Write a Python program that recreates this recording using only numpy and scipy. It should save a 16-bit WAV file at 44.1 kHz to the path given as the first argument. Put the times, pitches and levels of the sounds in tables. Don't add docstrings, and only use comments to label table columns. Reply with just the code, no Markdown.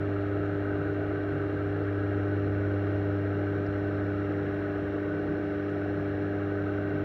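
import sys
import numpy as np
from scipy import signal
from scipy.fft import rfft, irfft, next_fast_len
from scipy.io import wavfile
from scipy.ndimage import uniform_filter1d, map_coordinates

SR = 44100
rng = np.random.default_rng(int(sys.argv[2]) if len(sys.argv) > 2 else 0)


def wrap_up_sound(samples):
    columns = np.atleast_2d(samples).T
    tamed = np.clip(columns, -1, 1)
    steps = np.round(tamed * 32767).astype(np.int16)
    wavfile.write(sys.argv[1], SR, steps)


def gain_from_decibels(decibels):
    exponent = np.asarray(decibels, float) / 20
    return 10 ** exponent


N = 310464
TIME_S = np.arange(N) / SR
STROKE_HZ = 99.916
WALL_STEEP = 2.2


def unit(x):
    return x / np.sqrt(np.mean(x ** 2) + 1e-20)


def noise():
    return rng.standard_normal(N)


def curves(rows):
    time_s, *columns = np.transpose(rows)
    return [np.interp(TIME_S, time_s, column) for column in columns]


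def wobble(knots_per_s):
    knots = rng.standard_normal(int(N * knots_per_s / SR) + 4)
    return map_coordinates(knots, [np.arange(N) * knots_per_s / SR])


def tone(pitch_hz):
    return np.sin(2 * np.pi * np.cumsum(pitch_hz) / SR)


def filtered(x, response):
    size = next_fast_len(N + 8192)
    return irfft(rfft(x, size) * response(np.fft.rfftfreq(size, 1 / SR)), size)[:N]


def ringing(x, modes, steep):
    def response(f):
        power = 0
        for center_hz, width_hz, level_db in modes:
            damping = (f * width_hz) ** 2
            peak = damping / ((center_hz * center_hz - f * f) ** 2 + damping)
            power = power + gain_from_decibels(2 * level_db) * peak ** steep
        return np.sqrt(power)
    return unit(filtered(x, response))


def bubbles(count, hz, spread, cycles, size_db):
    when = rng.random(count)
    pitch = rng.standard_normal(count)
    size = rng.exponential(1, count)
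    f = np.clip(hz * np.exp(spread * pitch), 40, 9000)[:, None]
    turns = np.arange(int(4 * cycles * SR / hz))[None] / SR * f
    grain = np.exp(-turns / cycles) * np.sin(2 * np.pi * turns * (1 + .06 * turns / cycles))
    grain *= gain_from_decibels(size_db * size)[:, None] * np.sqrt(f / hz)
    where = (when * N).astype(int)[:, None] + np.arange(turns.shape[1])
    return unit(np.bincount(where.ravel(), grain.ravel(), N)[:N])


def blend(grains, share):
    return np.sqrt(share) * grains + np.sqrt(1 - share) * noise()


# time_s, stroke_db, second_harmonic_db (lopsidedness)
PUMP_LOAD = [(0, -33.1, -51), (1.15, -36, -56.5), (1.55, -35, -61), (2.1, -31.7, -47.5), (2.7, -30.4, -44),
             (3.3, -32, -45.5), (3.7, -34.5, -45.5), (4, -33.3, -44), (4.9, -39.5, -46), (5.5, -41, -44.5),
             (5.9, -37, -45), (6.7, -35.6, -44.5), (7.04, -37, -45.5)]
# multiple, level_db, follows_lopsidedness_db_per_db
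OTHER_HARMONICS = [(.5, -61, 0), (3, -34.3, .05), (3.5, -53, 0), (4, -37.2, -.05), (5, -48, .2),
                   (6, -44.5, .15), (8, -59, 0)]
AGAINST_MAGNET = (1, 2, 6)


def pump():
    stroke = 2 * np.pi * STROKE_HZ * TIME_S + 2.0
    wall_lag_rad = 1.65
    first_db, second_db = curves(PUMP_LOAD)
    levels = [(1, first_db), (2, second_db)]
    for k, db, follows in OTHER_HARMONICS:
        levels.append((k, db + follows * (second_db + 45)))
    hum = np.zeros(N)
    for k, db in levels:
        sign = -1 if k in AGAINST_MAGNET else 1
        hum += np.sqrt(2) * gain_from_decibels(db) * sign * np.cos(k * stroke - wall_lag_rad)
    return hum


# center_hz, width_hz, level_db
SLOSH_MODES = [(33, 20, -15), (51, 12, -10), (71, 20, 0), (88, 24, -7)]


def slosh():
    return gain_from_decibels(-48.5 + 0.67 * wobble(2)) * ringing(noise(), SLOSH_MODES, WALL_STEEP)


# center_hz, width_hz, level_db
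THROB_MODES = [(148, 22, 0), (164, 24, -1), (122, 30, -13), (185, 24, -11)]


def throb():
    return gain_from_decibels(-46) * ringing(noise(), THROB_MODES, WALL_STEEP)


# peak_s, level_db
CLOUD_GULPS = [(.02, -41), (.4, -41), (.53, -40.5), (.74, -40.5), (.81, -39), (.91, -40.5), (1.0, -42),
               (1.08, -42.5), (1.18, -43), (1.35, -35), (1.45, -42.5), (1.57, -39), (1.79, -40.5),
               (2.02, -42.5), (2.17, -40), (2.37, -42), (2.49, -39), (2.9, -46.5), (3.1, -40), (3.38, -38),
               (3.58, -44.5), (4.06, -45), (4.3, -38.5), (4.67, -41.5), (4.86, -42.5), (5.16, -43.5),
               (5.31, -37.5), (5.99, -39), (6.22, -42.5), (6.95, -38)]


def gulp_swell():
    half_width_s = 0.023
    return sum(gain_from_decibels(db) * np.exp(-.5 * ((TIME_S - s) / half_width_s) ** 2) for s, db in CLOUD_GULPS)


def gulps(swell):
    return np.sqrt(2) * gain_from_decibels(-2.0) * swell * tone(156 + 6 * wobble(9))


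# center_hz, width_hz, level_db
WALL_MODES = [
    [(235, 30, -10), (251, 26, -4.5), (268, 22, -7), (325, 46, 0), (368, 40, -7)],
    [(420, 60, 0), (465, 90, -3), (525, 60, -7.5), (552, 24, -8)],
    [(612, 30, -3), (642, 70, -1), (720, 140, -4.5), (830, 100, -9)],
]


def walls(swell):
    level_db, shake = [-44, -44.5, -46], [0.26, 0.11, 0.056]
    shaking = blend(bubbles(count=1800, hz=453.3, spread=0.453, cycles=5, size_db=0.9), share=0.038)
    lift = uniform_filter1d(unit(swell), 3000)
    out = np.zeros(N)
    for modes, db, depth in zip(WALL_MODES, level_db, shake):
        apart = np.roll(shaking, rng.integers(N))
        out += gain_from_decibels(db) * (1 + depth * lift) * ringing(apart, modes, WALL_STEEP)
    return out


def tank():
    swell = gulp_swell()
    return slosh() + throb() + gulps(swell) + walls(swell)


# time_s, focus_db (on favourite size), wide_pores_open_db, pore_hz (busiest pore)
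STONE_STATE = [(0, -3, -1, 1450), (.5, -1, 1.5, 1520), (.9, 5, 1, 1530), (1.5, -2, 1.5, 1520),
               (1.75, -0.5, 2, 1650), (2, 0.5, 2.5, 1660), (2.4, -0.5, -1, 1500), (2.75, 2, 0, 1420),
               (3, 0.5, -1, 1430), (3.5, -2, 0, 1560), (3.9, -0.5, 1, 1520), (4.25, -2.5, 1, 1450),
               (4.5, -2, -4.5, 1470), (4.9, 0.5, -2.5, 1490), (5.25, 0, -3, 1490), (6.2, -2.5, -1, 1500),
               (6.6, -0.5, 1.5, 1520), (7.04, 4.5, 0.5, 1540)]


def stone_state():
    return curves(STONE_STATE)


# center_hz, width_hz, level_db
SIZE_MODES = [
    [(975, 110, -0.1), (1190, 310, -2)],
    [(1319, 180, -1.5)],
    [(1470, 51, -4.5), (1517, 120, -1.5)],
    [(1660, 160, 0)],
]
# level_db, follows_focus_db_per_db, follows_wide_pores_db_per_db
SIZE_MIX = [(-53.5, 0.21, -.3), (-50, -0.31, 0.97), (-49, .9, 0), (-53.5, -.8, -0.11)]


def stream(focus_db, wide_db):
    out = np.zeros(N)
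    for modes, (db, follows, opens) in zip(SIZE_MODES, SIZE_MIX):
        born = bubbles(count=3500, hz=modes[-1][0], spread=.1, cycles=9, size_db=-0.9)
        level_db = db + follows * focus_db + opens * wide_db + 0.43 * wobble(3)
        out += gain_from_decibels(level_db) * ringing(blend(born, share=0.1), modes, steep=1.68)
    return out


def pore(pore_hz):
    births_per_s, scatter_hz = 45, 25.03
    note = tone(pore_hz + scatter_hz * wobble(30))
    return gain_from_decibels(-53.5) * unit(wobble(births_per_s) * note)


# center_hz, width_hz, level_db
CASE_MODES = [(1872, 155, -0.5), (2084, 99, -7.5), (2262, 300, -8.5), (2758, 290, -10.5), (3243, 400, -19),
              (3826, 520, -21), (4166, 180, -21), (4800, 260, -34), (6330, 220, -37.5), (6800, 500, -40)]
# center_hz, width_hz, level_db
PORT_MODES = [(5320, 400, 0.088), (5695, 320, -1.1)]
# time_s, fineness_db
SPRAY_FINENESS = [(0, -2), (1, -2.5), (1.7, -1), (3, 1), (4.4, 0.8), (5.1, 0.5), (5.8, 1.5), (7.04, -0.5)]


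def spray():
    fizz = blend(bubbles(count=12000, hz=3295, spread=.6, cycles=4, size_db=0.5), share=0.13)
    fineness_db, = curves(SPRAY_FINENESS)
    port = gain_from_decibels(fineness_db - 26) * ringing(fizz[::-1], PORT_MODES, steep=1.7)
    return gain_from_decibels(-53) * (ringing(fizz, CASE_MODES, steep=1.86) + port)


def curtain():
    puff = 1 + 0.023 * np.cos(2 * np.pi * STROKE_HZ * TIME_S)
    focus_db, wide_db, pore_hz = stone_state()
    return puff * (stream(focus_db, wide_db) + pore(pore_hz) + spray())


# start_s, peak_db, pitch_hz
SNAPS = [(.457, -65, 6600), (.465, -64, 6200), (.6535, -63, 8800), (.6545, -69, 10000), (.927, -65, 6200),
         (.9365, -60, 5400), (1.8365, -57, 4500), (1.8405, -60, 4900), (3.6636, -52.5, 4800),
         (3.6645, -53, 5350), (3.6665, -57, 4400), (3.6705, -57, 5200), (3.78, -64, 6200),
         (5.699, -61, 6600), (5.715, -69, 8600), (5.807, -68, 8600)]


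def ticks():
    out = np.zeros(N + SR)
    t = np.arange(SR // 50) / SR
    for start_s, db, hz in SNAPS:
        note = np.sin(2 * np.pi * hz * t * (1 + 8 * t))
        decay = gain_from_decibels(db + 2 - 60 * t / .010)
        attack = 1 - np.exp(-t / .0008)
        start = round(start_s * SR)
        out[start:start + len(t)] += decay * attack * note
    return out[:N]


def scene():
    return (pump() + tank() + curtain() + ticks())[None]


# frequency_hz, density_db (per Hz)
HISS_SPECTRUM = [(20, 14.5), (60, 10), (6500, 1), (7800, -2.5), (8800, -0.5), (12000, -1.5), (13300, -0.5),
                 (14500, 2), (15700, 2.5)]


def hiss():
    hz, db = np.transpose(HISS_SPECTRUM)
    shaped = filtered(noise(), lambda f: gain_from_decibels(np.interp(np.log(f + 1), np.log(hz), db)))
    return gain_from_decibels(-76) * unit(shaped)


def low_pass(x):
    return signal.sosfilt(signal.butter(12, 16960, fs=SR, output="sos"), x)


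def record(dry):
    top_hz = 15730
    kept = filtered(dry[0] + hiss(), lambda f: f < top_hz)
    return low_pass(kept[None])


dry = scene()
out = record(dry)
wrap_up_sound(out)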